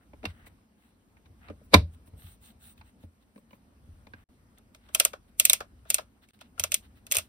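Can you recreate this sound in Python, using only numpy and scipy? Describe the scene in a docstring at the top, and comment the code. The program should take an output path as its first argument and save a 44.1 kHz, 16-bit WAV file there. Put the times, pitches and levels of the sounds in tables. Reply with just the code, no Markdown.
"""A thumb rolls the notched dial of a plastic power tool: a spring snaps into each notch and rings the housing.
Before that a hand knocks and rubs the tool on a wooden bench, which booms in a few low tones.
Snaps and knocks are noise bursts sent through resonances, plus fading tones; rubbing is noise in strokes.
Behind them lie a quiet workshop's rumble and room tone. A phone is held close;
the sound drops out briefly twice."""
import sys
import numpy as np
from scipy import signal
from scipy.fft import rfft, irfft, next_fast_len
from scipy.io import wavfile
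from scipy.ndimage import uniform_filter1d

SR = 44100
rng = np.random.default_rng(int(sys.argv[2]) if len(sys.argv) > 2 else 0)


def waveform_to_disk(signal):
    """Save audio, clipped to [-1, 1], as 16-bit WAV at the path in sys.argv[1]."""
    frames = np.transpose(np.atleast_2d(signal))
    scaled = np.clip(frames, -1, 1) * 32767
    samples = np.round(scaled).astype(np.int16)
    wavfile.write(sys.argv[1], SR, samples)


N = 321048
T = np.arange(N) / SR  # time in seconds

# Resonances of the dial's spring. Each row: pitch in Hz, width in Hz, level in dB.
SPRING = [(5560, 330, -7.5), (7040, 3000, -3.5), (9330, 910, -0.5), (10040, 580, -0.5), (12500, 4100, -4.5),
          (15400, 920, -13)]
# Resonances of the plastic shell. Each row: pitch in Hz, width in Hz, level in dB.
SHELL = [(700, 130, -5), (1027, 110, 1.5), (1510, 350, -4.5), (2350, 360, -1.5)]
# Higher shell resonances, for the edge of hard blows. 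Each row: pitch in Hz, width in Hz, level in dB.
EDGE = [(3750, 450, 1.5), (4870, 700, -5.5), (5600, 460, -9.5)]

# A "t60" is the time in seconds in which a sound fades by 60 dB.
SNAP_T60_S, RATTLE_T60_S = 0.017, 0.028  # base values for dial snaps and for knocks
CRACK_DB, CRACK_T60_S = 4, 0.0023  # the first contact, its level set against the burst


def dial():
    """Each snap rings spring and housing at once; the hollow grip builds up later."""
    # Spring snaps. Each row: start in seconds, level in dB, treble against middle in dB,
    # hollow knock in dB, wall ring in Hz.
    clicks = [(4.5832, -62, 3.5, -7, 2210), (4.7477, -45, -13, -16.5, 2084), (4.8885, -51, -24, -7, 2295),
              (4.9482, -17.5, 0.5, -20.5, 3140), (4.999, -9.5, -2, -22.5, 2954),
              (5.0501, -16, 2, -19.5, 2955), (5.1333, -35, -24.5, -5, 2350), (5.3979, -11.5, 1, -30, 2710),
              (5.452, -11.5, 3, -33.5, 2617), (5.4975, -11, -2, -28.5, 3720),
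              (5.5321, -13.5, 1, -26.5, 2500), (5.6046, -31, -20.5, -5.5, 2400),
              (5.8527, -61.5, -14, 1, 2480), (5.9023, -15.5, -0.5, -29.5, 2710),
              (5.9435, -17.5, 3.5, -29.5, 2570), (5.9829, -26.5, -22, -8.5, 2450),
              (6.2872, -56, -7, -29, 2224), (6.3902, -61, -10.5, -19, 2170),
              (6.4114, -41.5, -19.5, -14, 2900), (6.5787, -51, -20, 0, 2870), (6.5965, -21, 0, -23, 3200),
              (6.638, -19.5, -2, -19, 2690), (6.7191, -18.5, -6, -29, 2770),
              (6.7421, -18.5, 3.5, -36, 3410), (7.067, -41, -5, -19, 2665),
              (7.1135, -21.5, -5.5, -25, 2700), (7.1212, -21.5, 5, -32, 2480),
              (7.1384, -31, -18, -28, 2770), (7.1471, -29.5, 1, -12, 2730), (7.1534, -19, -7, -30.5, 2270),
              (7.1677, -21, 4, -25, 2850), (7.1841, -23.5, -1, -20.5, 2720)]
    # Resonances of the housing. Each row: pitch in Hz, width in Hz, level in dB.
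    housing_modes = [(2180, 570, -6), (2790, 420, -7), (3300, 290, -3.5), (4530, 3600, -10),
                     (4990, 530, -6)]
    # Housing panels that ring clearly. Each row: pitch in Hz, level in dB, t60 in seconds.
    plates = [(2550, -8, .02), (3300, -11, .018), (5900, -8, .014)]
    # The hollow grip. Each row: pitch in Hz, level in dB, t60 in seconds, delay in seconds,
    # build-up in seconds.
    hollow_modes = [(620, -3, .04, .005, .004), (1390, -1, .02, .0005, .001)]
    # The grip's looser rattle. Each row: pitch in Hz, width in Hz, level in dB.
    grip_modes = [(500, 350, -6), (620, 190, 1), (1050, 170, -6), (1360, 200, -2), (1750, 240, -9)]

    s, db, treble_db, knock_db, hz = np.transpose(clicks)
    housing = ringing(bursts(s, db - 5.5, SNAP_T60_S, 0.00027, -9.5, 0.11), housing_modes)
    housing = housing + wall(s, db - 0.5, hz, 0.022)
    # the higher the panel, the more it follows the hardness of the snap
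    panels = sum(rings(s, db + level + treble_db * (c / 9000) ** 1.5, c, fade, 0.00033)
                 for c, level, fade in plates)
    spring_burst = bursts(s, db + treble_db + 3.0, 1.235 * SNAP_T60_S, 0.00023, -26.5, 0.14)
    spring = ringing(spring_burst, SPRING)
    # so small a part radiates no bass
    bright = filtered(housing + spring, lambda f: (1j * f / (1100 + 1j * f)) ** 2)
    hollow = sum(rings(s + delay, db + knock_db + 9.5 + level, c, fade, rise)
                 for c, level, fade, delay, rise in hollow_modes)
    rattle_burst = bursts(s + 0.0017, db + knock_db + 14.5, 1.3 * SNAP_T60_S, 0.003, -20, 0.12)
    rattle = ringing(rattle_burst, grip_modes)
    return bright + panels + hollow + rattle


def knocks():
    """Blows rattle the shell, thud in the tool's body and, when hard, tick in the treble."""
    # The tool is struck or shifts. Each row: start in seconds, level in dB, body in dB,
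    # treble in dB, wall ring in Hz.
    blows = [(0.133, -44.5, -2, -52, 855), (0.23, -39.5, -8, -46, 1370), (0.24, -39, 7, -36, 750),
             (0.253, -20.5, -21, -16.5, 2740), (0.466, -40, -14.5, -46, 2010),
             (1.168, -49.5, -33, -59, 1900), (1.257, -52, -27, -25, 1020), (1.484, -38, -15, -36, 1235),
             (1.499, -42, 8.5, -53, 1220), (1.612, -74.5, 19, -24, 1380), (1.734, -13.5, 1, -27, 797),
             (1.7401, 0, -22, -12.5, 1025), (1.741, -3, -11.5, -20.5, 2292), (2.074, -54.5, -1, -18, 942),
             (2.135, -60.5, 11.5, -36, 860), (2.757, -73.5, -7, -4, 3240), (2.777, -56.5, -7, -4, 2550),
             (2.811, -42, -16.5, -33, 875), (3.035, -57.5, 11, -15, 861), (3.224, -64.5, -6.5, -8.5, 1070),
             (3.359, -48, 0, -52, 640), (3.377, -53.5, -2, -21, 1100), (3.507, -50, -10, -30, 2940),
             (3.53, -43.5, -8, -50, 1011), (4.068, -44, -4.5, -23, 867), (4.135, -36, -14.5, -38.5, 1593)]
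    # Resonances of the tool's body. Each row: pitch in Hz, width in Hz, level in dB.
    body_modes = [(204.84, 35, -1.5), (301, 40, -2.5), (435, 51, -6), (580, 70, -5.5)]

    s, db, body_db, treble_db, hz = np.transpose(blows)
    shell = ringing(bursts(s, db - 6.0, RATTLE_T60_S, 0.0014, -18.5, 0.12), SHELL)
    shell = shell + wall(s, db - 6.5, hz, 0.046)
    edge_db = db + 0.45 * treble_db - 0.5
    edge = ringing(bursts(s, edge_db, 0.95 * RATTLE_T60_S, 0.001, -24.5, 0.16), EDGE)
    body = ringing(bursts(s, db + body_db + 9.0, 0.79 * RATTLE_T60_S, 0.0017, -24.5, 0.17), body_modes)
    tick = ringing(bursts(s, db + treble_db + 2.0, 0.7 * RATTLE_T60_S, 0.0024, -26.5, 0.12), SPRING)
    return shell + edge + body + tick


def rubbing():
    """Sliding skin: every stroke swells and fades, a fine hiss over a gritty rustle."""
    # Skin and sleeve slide on plastic, one row a stroke or touch. 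Each row: start in seconds,
    # length in seconds, hiss in dB, rustle in dB, upper rustle against rustle in dB.
    strokes = [(0, 0.05, -84, -66.5, -24), (0.257, 0.071, -71, -54, -5), (0.286, 0.25, -78, -60.5, -18.5),
               (0.456, 0.032, -57, -68, 8), (0.75, 0.19, -76, -71, -5), (1.146, 0.065, -90, -74, -8),
               (1.248, 0.03, -84, -71, 1), (1.394, 0.15, -79, -55, -17), (1.626, 0.049, -71, -86, 0),
               (1.914, .05, -69, -72.5, -1.5), (2.053, 0.045, -63, -74, -1), (2.151, 0.22, -58, -62.5, 2),
               (2.403, 0.13, -57.5, -61.5, 1), (2.588, 0.16, -57.5, -62.5, 1.5), (2.76, .06, -69, -68, 0),
               (2.833, 0.084, -71, -66.5, -2.5), (2.99, 0.076, -71.5, -69, -0.5),
               (3.202, 0.043, -78, -74, -0.5), (3.34, 0.072, -71, -79.5, -6),
               (3.486, 0.1, -71.5, -71.5, -3), (4.13, .12, -82.5, -63.5, -19),
               (4.568, 0.029, -82.5, -64.5, 1), (4.735, 0.041, -71, -72, 1), (4.777, 0.24, -79.5, -66, -5),
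               (5.275, .03, -75, -72.5, -1), (5.761, 0.052, -90, -76.5, -7),
               (5.85, 0.066, -75.5, -60.5, -3.5), (6.212, 0.053, -70, -61.5, -2.5),
               (6.272, 0.11, -71.5, -68, 0.5), (6.402, 0.027, -66, -59.5, 4),
               (6.425, 0.06, -83.5, -67.5, -0.5), (6.553, 0.048, -79, -73.5, 1),
               (6.816, 0.06, -73, -63.5, 1.5), (6.949, 0.051, -73, -67.5, 1.5),
               (7.21, 0.083, -74.5, -67, -0.5)]
    # Colour of the fine hiss. Each row: frequency in Hz, level in dB per Hz.
    hiss_colour = [(4500, -27), (6000, -15), (8700, -3), (11000, -8), (14000, -8.5), (16000, 1.5),
                   (17000, -39)]
    # Colour of the rustle. Each row: frequency in Hz, level in dB per Hz.
    rustle_colour = [(300, -50), (700, -1.5), (1500, 0.5), (2500, 4), (4500, -4.5), (6500, -16),
                     (8000, -36)]
    skew, softness = 1.05, 1.02  # the stroke peaks late above 1; edges are softer the higher
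    split_hz = 2600  # where the upper rustle begins
    shell_ring_db = -5.5  # shell-coloured rustle against plain rustle

    hiss, lower, upper = np.zeros((3, N))
    for start, length, hiss_db, rustle_db, upper_db in strokes:
        progress = np.clip((T - start) / length, 0, 1)
        stroke = np.abs(np.sin(np.pi * progress ** skew)) ** softness
        hiss += amp(hiss_db) * stroke
        lower += amp(rustle_db) * stroke
        upper += amp(rustle_db + upper_db) * stroke
    fine = unit(grit(820, 0.31) * noise(hiss_colour, patchy_db=4.5))
    coarse = unit(grit(300, 2) * noise(rustle_colour, patchy_db=1.3))
    shell_ring = unit(ringing(coarse, SHELL + EDGE))
    coarse = unit(coarse + amp(shell_ring_db) * shell_ring)
    dull = filtered(coarse, lambda hz: 1 / (1 + (hz / split_hz) ** 6))
    return hiss * fine + lower * dull + upper * (coarse - dull)


def bench():
    """The top swings in its lowest modes, swelling after the blow."""
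    # The bench booms. Each row: start in seconds, level in dB, t60 in seconds.
    booms = [(0.265, -28, 0.16), (0.5, -51, 0.14), (1.3, -49, 0.24), (1.491, -42, 0.26),
             (1.7441, 0.5, 0.13), (1.797, -18.5, 0.24), (1.919, -39.5, 0.19), (2.129, -33.5, 0.15),
             (2.238, -35.5, 0.17), (2.79, -44, 0.11), (3.036, -38, 0.17), (3.88, -46.5, .25),
             (4.139, -42.5, 0.12), (6.599, -42, 0.31), (7.171, -32.5, 0.097)]
    # Lowest modes of the bench top. Each row: pitch in Hz, level in dB.
    bench_modes = [(64, -7), (84, 3), (161, -13)]
    swell_s, swell_s_per_db = 0.024, 0.0004  # swell of a 0 dB boom; weaker ones swell faster

    out = np.zeros(N)
    for s, db, t60 in booms:
        t = np.clip(T - s, 0, 1)
        swell = max(swell_s + swell_s_per_db * db, 0.004)
        # each mode varies by about 1 dB from boom to boom
        swing = sum(amp(level + rng.normal()) * np.sin(2 * np.pi * hz * t) for hz, level in bench_modes)
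        envelope = amp(db - 60 * t / t60) * (1 - np.exp(-(t / swell) ** 2))
        out += envelope * swing * (t < 1)
    return out


def workshop():
    """An uneven rumble; the room tone rises and falls a little with it."""
    # Handling and building rumble. Each row: time in seconds, level in dB.
    rumble_levels = [(0.0, -66.5), (0.2, -53), (0.53, -59.5), (0.73, -71.5), (1.2, -64), (1.46, -55.5),
                     (2.2, -57), (2.8, -61.5), (3.18, -68.5), (3.77, -61), (3.95, -53), (4.3, -60),
                     (4.83, -62), (5.1, -60), (5.92, -58), (6.28, -67), (6.7, -55.5), (7.28, -60.5)]
    # Colour of the rumble. Each row: frequency in Hz, level in dB per Hz.
    rumble_colour = [(15, -46), (35, -8.5), (60, -0.5), (100, -9), (150, -17.5), (300, -56.5)]
    # Colour of the room tone. Each row: frequency in Hz, level in dB per Hz.
    air_colour = [(20, -38), (60, -3.5), (150, -5), (230, 4.5), (350, -8.5), (700, -14), (1500, -18.5),
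                  (4000, -28), (7000, -31.5), (10000, -28.5), (15000, -34.5), (17000, -41.5)]
    mean_air_db, air_follows = -63.5, 0.25  # dB; dB of room tone for each dB of rumble

    rumble_db = np.interp(T, *np.transpose(rumble_levels))
    air_db = mean_air_db + air_follows * (rumble_db - rumble_db.mean())
    rumble = amp(rumble_db) * noise(rumble_colour, patchy_db=1.0)
    air = amp(air_db) * noise(air_colour, patchy_db=1.58)
    return rumble + air


def bursts(times, levels_db, t60, rise, tail_db, tail_t60):
    """A faint noise swells just before each blow, then a sharp burst, and the room answers weaker and slower."""
    envelope = np.zeros(N + SR)
    t = np.arange(-SR // 30, SR // 3) / SR  # seconds from the blow
    after = np.clip(t, 0, None)
    lead_in = amp(-27.5 + 60 * np.clip(t, None, 0) / 0.036) * (t < 0)
    crack = amp(CRACK_DB - 60 * after / CRACK_T60_S)
    snap = amp(-60 * after / max(t60, 0.003))
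    tail = amp(tail_db - 60 * after / tail_t60)
    shape = lead_in + (crack + snap + tail) * (1 - np.exp(-after / rise))
    for s, db in zip(times, levels_db):
        envelope[round((s + t[0]) * SR):][:len(t)] += amp(db) * shape
    return envelope[:N] * rng.standard_normal((2, N))


def wall(times, levels_db, ring_hz, t60):
    """The free part of the plastic wall rings at a pitch set by the grip."""
    return rings(times, levels_db, ring_hz, t60, rise=0.0009)


def rings(times, levels_db, ring_hz, t60, rise):
    """One damped tone a blow, with new phase and slightly new strength each time."""
    out = np.zeros((2, N + SR))
    t = T[:SR // 10]
    for s, db, hz in np.broadcast(times, levels_db, ring_hz):
        phase = rng.uniform(0, 2 * np.pi, (2, 1))  # one for each row
        chance_db = rng.normal(0, 3.7)
        envelope = amp(db + chance_db - 60 * t / t60) * (1 - np.exp(-t / rise))
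        out[:, round(s * SR):][:, :len(t)] += envelope * np.sin(2 * np.pi * hz * t + phase)
    return out[:, :N]


def grit(rate, spread_db):
    """Skin catches and slips: a gain that jumps rate times a second."""
    steps = rng.exponential(size=int(N * rate / SR) + 2)
    return unit(amp(spread_db * steps[(T * rate).astype(int)]))


def noise(spectrum, patchy_db):
    """Two unrelated noises, of rms 1 together, with shared patches of random gain."""
    z = signal.stft(rng.standard_normal((2, N)), nperseg=512)[2]
    # smooth the random gains over 6 frequency steps, then over 8 time steps
    field = uniform_filter1d(rng.standard_normal(z.shape[1:]), size=6, axis=0)
    field = uniform_filter1d(field, size=8, axis=1)
    pair = signal.istft(z * amp(patchy_db * unit(field)), nperseg=512)[1][:, :N]
    return unit(filtered(pair, lambda hz: amp(along(spectrum, hz))))


def ringing(x, modes):
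    """Send x through resonances, scaled so that white noise keeps its power."""
    def gain(f):
        total = 0
        for k, (c, w, db) in enumerate(modes):
            resonance = 1j * f * w / (c * c - f * f + 1j * f * w)
            total = total + (-1) ** k * amp(db) * resonance  # neighbours have opposite signs
        return total

    def response(f):
        g = gain(f)
        return g / np.sqrt(np.mean(np.abs(g) ** 2))
    return filtered(x, response)


def filtered(x, response):
    """Multiply the spectrum of x by a complex response of frequency."""
    m = next_fast_len(N + 8192)
    return irfft(rfft(x, m) * response(np.fft.rfftfreq(m, 1 / SR)), m)[..., :N]


def along(points, hz):
    """Read a curve of (Hz, value) points on a logarithmic frequency axis."""
    f, v = np.transpose(points)
    return np.interp(np.log(hz + 1), np.log(f + 1), v)


def amp(db):
    """Turn decibels into an amplitude factor."""
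    return 10 ** (np.asarray(db) / 20)


def unit(x):
    """Scale x to an rms (average strength) of 1."""
    return x / np.sqrt(np.mean(x ** 2) + 1e-20)


def scene():
    """Add all sources: row 0 is what both sides share, row 1 what sets them apart."""
    return dial() + knocks() + rubbing() + workshop() + bench() * [[1], [0]]  # bench in row 0 only


def record(dry):
    """The phone's stereo: each side is row 0 plus or minus row 1; it clips softly. The sound also drops out
    briefly twice."""
    # How alike left and right are when both rows are equally strong. Each row: frequency in Hz,
    # likeness from 0 to 1.
    alike = [(40, 1), (200, 0.9), (600, 0.5), (1100, 0.2), (1700, 0.34), (2400, 0.39), (3300, .25),
             (5000, 0.081), (5900, 0.47), (7000, 0.96)]
    # Balance of the two sides. Each row: frequency in Hz, left minus right in dB.
    lean = [(500, 0.5), (1100, 1.5), (2300, 1.5), (5000, -3), (6500, 0)]
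    # Dropouts. Each row: start in seconds, end in seconds, level in dB.
    dropouts = [(4.24, 4.289, -33.5), (6.31, 6.334, -21.5)]
    lead, lag = 13 / 44100, 9.5 / 44100  # s: left middle range comes early, left treble late
    top_hz = 16700  # almost nothing passes above this

    def side(sign):
        def response(hz):
            turn = np.arccos(np.clip(along(alike, hz), 0, 1)) / 2
            delay = np.interp(hz, [400, 1500, 3000, 5000], [0, -lead, -lead, lag])
            late = np.exp(-1j * np.pi * sign * hz * delay)  # half the delay on each side
            bass_loss = (1j * hz / (30 + 1j * hz)) ** 2  # the small microphones lose the deepest bass
            mix = [np.cos(turn), sign * np.sin(turn)]
            return amp(sign * along(lean, hz) / 2) * late * bass_loss * mix
        return filtered(dry, response).sum(axis=0)

    x = np.array([side(1), side(-1)])  # left, right
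    x = x / (1 + np.abs(x) ** 12) ** (1 / 12)  # soft clipping
    gain = np.ones(N)
    for start, end, db in dropouts:
        gain[(T > start) & (T < end)] = amp(db)
    x = x * uniform_filter1d(gain, size=60)
    return np.clip(filtered(x, lambda hz: 1 / (1 + (hz / top_hz) ** 80)), -1, 1)


dry = scene()
out = record(dry)
waveform_to_disk(out)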